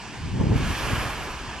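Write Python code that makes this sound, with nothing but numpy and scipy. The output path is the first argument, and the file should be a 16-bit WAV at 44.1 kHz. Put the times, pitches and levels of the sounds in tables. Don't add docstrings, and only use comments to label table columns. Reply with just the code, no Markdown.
import sys
import numpy as np
from scipy import signal
from scipy.fft import rfft, irfft, next_fast_len
from scipy.io import wavfile
from scipy.ndimage import uniform_filter1d, map_coordinates

SR = 44100
rng = np.random.default_rng(int(sys.argv[2]) if len(sys.argv) > 2 else 0)


def generate_wav(sig):
    pcm = np.round(np.clip(np.atleast_2d(sig).T, -1, 1) * 32767).astype(np.int16)
    wavfile.write(sys.argv[1], SR, pcm)


N = 70560

# (f/Hz, level/dB)
RUMBLE_LEVEL = [(0, -52.5), (.15, -45), (.25, -29.5), (.295, -34), (.35, -24.5), (.41, -29.5), (.49, -25),
                (.53, -26), (.585, -29), (.62, -24), (.72, -32.5), (.785, -41.5), (.85, -33.5), (.93, -31),
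                (1.04, -36), (1.15, -48), (1.22, -36), (1.29, -63), (1.44, -52), (1.5, -41.5), (1.6, -57)]
RUMBLE_SPECTRUM = [(20, -42), (40, -30), (65, -4), (85, 0.5), (120, 0), (175, -4.5), (250, -11.5),
                   (400, -25.5), (800, -33.5), (5000, -120)]
# (f/Hz, level/dB)
FLUTTER_LEVEL = [(0, -69), (.3, -51), (.37, -36), (.405, -29), (.48, -31), (.545, -29.5), (.585, -39),
                 (.7, -41), (.78, -59.5), (.9, -33), (1.08, -53), (1.6, -74)]
FLUTTER_SPECTRUM = [(60, -13), (160, -0.5), (240, -0.5), (330, -0.5), (480, -7.5), (700, -17), (1000, -16),
                    (1300, -28), (2200, -40), (8000, -120)]
# (f/Hz, correlation)
WIND_COHERENCE = [(60, 0.84), (130, 0.73), (250, 0.72), (500, 0.79), (1000, 0.68)]

def buffeting():
    rumble = steadied(noise(RUMBLE_SPECTRUM, WIND_COHERENCE, patchy_db=0.5), samples=1500)
    flutter = steadied(noise(FLUTTER_SPECTRUM, WIND_COHERENCE, patchy_db=1.0), samples=1500)
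    flutter = unit(flutter * amp(1.5 * wobble(rate_hz=70.5)))
    return amp(curve(RUMBLE_LEVEL)) * rumble + amp(curve(FLUTTER_LEVEL)) * flutter


# (t/s, level/dB, width/s)
EDDY_SLAPS = [(0.239, -32.5, 0.0024), (.404, -16.5, 0.0033), (.414, -15.5, 0.0011), (0.44, -20, 0.0013),
              (0.471, -14, 0.0013), (0.5004, -22, 0.00089), (0.5133, -13.5, 0.0021), (.522, -16.5, 0.0015),
              (.532, -21.5, 0.001), (0.538, -22.5, 0.0013), (0.546, -21.5, 0.00072),
              (0.5621, -14.5, 0.0019), (0.6035, -19.5, 0.0027), (.6235, -23.5, .0013),
              (.706, -20.5, 0.0017), (.847, -28, 0.0038), (0.9145, -25.5, 0.0018), (0.933, -20.5, 0.0017),
              (.982, -26, 0.0032), (1.0625, -23.5, 0.0025)]
# (f/Hz, level/dB)
PUFF_SPECTRUM = [(60, -16), (130, -1), (250, 1.5), (400, -7), (550, -20), (900, -23.5), (6000, -120)]

def eddies(puff_db=-10.5, puff_widths=2.56, low_cut_hz=43):
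    t = np.arange(N) / SR
    turbulence = steadied(noise(PUFF_SPECTRUM, WIND_COHERENCE, patchy_db=4.0), samples=600)
    port_offsets = 0.27 * rng.standard_normal((len(EDDY_SLAPS), 2, 1))
    slaps = np.zeros((2, N))
    for (centre_s, level_db, width_s), offset in zip(EDDY_SLAPS, port_offsets):
        passage = (t - centre_s) / width_s + offset
        push_pull = -2 * passage * np.exp(-passage ** 2 / 2)
        puff = amp(puff_db) * turbulence * np.exp(-(passage / puff_widths) ** 2 / 2)
        slaps += amp(level_db) * (push_pull + puff)
    return filtered(slaps, lambda hz: 1 - lowpass(hz, low_cut_hz))


# (f/Hz, lead/rad)
CROSSING_LEAD = [(60, 0.24), (150, 0.52), (300, 0.9), (480, 1.2), (700, 1.3), (900, 0)]

def crossing(wind):
    return filtered(wind, lambda hz: np.exp(1j * left_right(along(CROSSING_LEAD, hz))))


# (f/Hz, level/dB)
HEAVE_LEVEL = [(0, -65), (.17, -48.5), (.26, -38.5), (.41, -39.5), (.5, -42), (.63, -29), (.72, -31),
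               (.785, -48), (.83, -27.5), (.89, -40), (.97, -32.5), (1.08, -39.5), (1.15, -37), (1.26, -53),
               (1.315, -35.5), (1.35, -44), (1.39, -38), (1.6, -51)]
HEAVE_SPECTRUM = [(15, -37), (28, -3), (42, -0.5), (58, 2.5), (75, -10), (110, -21.5), (300, -66),
                  (1000, -120)]

def heave():
    pressure = noise(HEAVE_SPECTRUM, coherence=[(30, 0.89), (100, 1.0)], patchy_db=1.5)
    return amp(curve(HEAVE_LEVEL)) * steadied(pressure, samples=2600)


# (f/Hz, level/dB)
RUSH_LEVEL = [(0, -74), (.51, -59), (.55, -38), (.59, -35), (.7, -31), (.9, -29), (1.08, -31), (1.2, -35),
              (1.4, -39.5), (1.48, -45), (1.6, -45)]
RUSH_SPECTRUM = [(150, -10.5), (350, -5.5), (540, -6), (700, -5), (850, -4), (1020, -1.5), (1220, -3),
                 (1400, -3.5), (1520, -5.5), (1680, -1.5), (1980, -8.5), (2330, -4.5), (3100, -7.5),
                 (3900, -15), (5200, -15.5), (6500, -18.5), (8500, -23.5), (9800, -29.5), (12000, -45),
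                 (15000, -70)]
# (f/Hz, level/dB)
SIZZLE_LEVEL = [(0, -89), (.5, -88), (.535, -67), (.57, -56), (.64, -56), (.72, -48.5), (.9, -46),
                (1.03, -46.5), (1.13, -54), (1.3, -58), (1.43, -62), (1.49, -76), (1.6, -83)]
SIZZLE_SPECTRUM = [(3000, -68), (6000, -36), (8500, -2), (10100, -9.5), (10800, -3), (11300, -1.5),
                   (12100, -6.5), (13000, -14), (14200, -22), (15600, -33)]

def rush(darken_db_per_s=9, darken_from_s=0.44, darken_to_s=1.17, split_hz=1540):
    swell = amp(curve(RUSH_LEVEL) + 0.14 * wobble(rate_hz=12.4))
    air = from_ahead(RUSH_SPECTRUM, patchy_db=0.8)
    middle = filtered(air, lambda hz: lowpass(hz, split_hz))
    treble = air - middle
    midpoint_s = (darken_from_s + darken_to_s) / 2
    from_midpoint_s = np.clip(np.arange(N) / SR, darken_from_s, darken_to_s) - midpoint_s
    tilt = amp(darken_db_per_s * from_midpoint_s / 2)
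    sizzle = noise(SIZZLE_SPECTRUM, coherence=[(9500, -0.2), (11300, 0.47), (13500, -0.2)], patchy_db=1.4)
    sizzle_gain = amp(curve(SIZZLE_LEVEL) + 1.2 * wobble(rate_hz=45.2))
    return swell * (middle * tilt + treble / tilt) + sizzle_gain * sizzle


# (f/Hz, level/dB)
ROAR_LEVEL = [(0, -38.4), (.45, -39), (1.0, -38), (1.6, -37)]
ROAR_SPECTRUM = [(30, -30), (60, -2), (110, -6), (230, -5.5), (330, -7.5), (450, -11.5), (570, -16.5),
                 (750, -10.5), (900, -8.5), (1020, -7), (1130, -10), (1320, -14.5), (1450, -12),
                 (1700, -8.5), (2020, -15.5), (2360, -11.5), (3100, -15), (3840, -21), (4600, -18.5),
                 (6400, -22.5), (8260, -26), (9490, -33), (12000, -47), (15500, -54)]

def vents():
    churn_db = 0.6 * wobble(rate_hz=12.4)
    return amp(curve(ROAR_LEVEL) + churn_db) * from_ahead(ROAR_SPECTRUM, patchy_db=1.6)


# (f/Hz, level/dB)
TICK_SPECTRUM = [(6000, -30), (11000, -2), (13500, 0), (15000, -30)]

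def tick(start_s=1.3198, level_db=-45, decay_s=0.0007, pan_db=-7):
    age = np.arange(N) / SR - start_s
    envelope = (age >= 0) * np.exp(-np.abs(age) / decay_s)
    hiss = noise(TICK_SPECTRUM, coherence=[(0, 0)], patchy_db=0)
    return amp(level_db + left_right(pan_db)) * envelope * hiss


# (f/Hz, level/dB)
FRONT_COHERENCE = [(100, .85), (500, .88), (900, .95), (1700, .94), (2000, .8), (2800, .88), (4000, .7),
                   (6000, .66), (9000, .6), (14000, .6)]
FRONT_LEAD = [(100, 0), (1600, -.03), (1950, -.45), (2400, -.18), (3200, -.45), (3850, -1.05), (4600, -.8),
              (6500, -1.3), (8000, -1.9), (10000, -2), (15000, -1)]
FRONT_BALANCE = [(60, 12), (110, 0.0), (200, 1), (380, -1), (700, -1.5), (1290, -1.7), (2380, -2.5),
                 (4400, -1), (8120, -3.5), (15000, 0)]

def from_ahead(spectrum, patchy_db):
    def ports(hz):
        balance = amp(left_right(along(FRONT_BALANCE, hz)))
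        return balance * np.exp(1j * left_right(along(FRONT_LEAD, hz)))
    return unit(filtered(noise(spectrum, FRONT_COHERENCE, patchy_db), ports))


def noise(spectrum, coherence, patchy_db):
    white = signal.stft(rng.standard_normal((2, N)), nperseg=512)[2]
    patches = uniform_filter1d(rng.standard_normal(white.shape[1:]), size=5, axis=0)
    patches = unit(uniform_filter1d(patches, size=10, axis=1))
    pair = signal.istft(white * amp(patchy_db * patches), nperseg=512)[1][:, :N]
    def mid_side(hz):
        spread = np.arccos(np.clip(along(coherence, hz), -1, 1)) / 2
        return amp(along(spectrum, hz)) * np.array([np.cos(spread), np.sin(spread)])
    mid, side = filtered(pair, mid_side)
    return unit(np.array([mid + side, mid - side]))


def steadied(x, samples):
    power = uniform_filter1d(np.mean(x ** 2, axis=0), samples)
    return x / np.sqrt(np.abs(power) + 1e-9)


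def filtered(x, response):
    size = next_fast_len(N + SR // 2)
    hz = np.fft.rfftfreq(size, 1 / SR)
    return irfft(rfft(x, size) * response(hz), size)[..., :N]


def lowpass(hz, corner_hz):
    return 1 / (1 + (hz / corner_hz) ** 4)


def wobble(rate_hz):
    return map_coordinates(rng.standard_normal(512), [np.arange(N) * rate_hz / SR], mode="wrap")


def curve(points):
    return np.interp(np.arange(N) / SR, *np.transpose(points))


def along(points, hz):
    knots_hz, values = np.transpose(points)
    return np.interp(np.log(hz + 1), np.log(knots_hz + 1), values)


def left_right(difference):
    return difference * np.array([[0.5], [-0.5]])


def amp(db):
    return 10 ** (np.asarray(db) / 20)


def unit(x):
    return x / np.sqrt(np.mean(x ** 2) + 1e-20)


def scene():
    return vents() + rush() + tick() + heave() + crossing(buffeting() + eddies())


def record(dry):
    return filtered(dry, lambda hz: hz < 15700)


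dry = scene()
out = record(dry)
generate_wav(out)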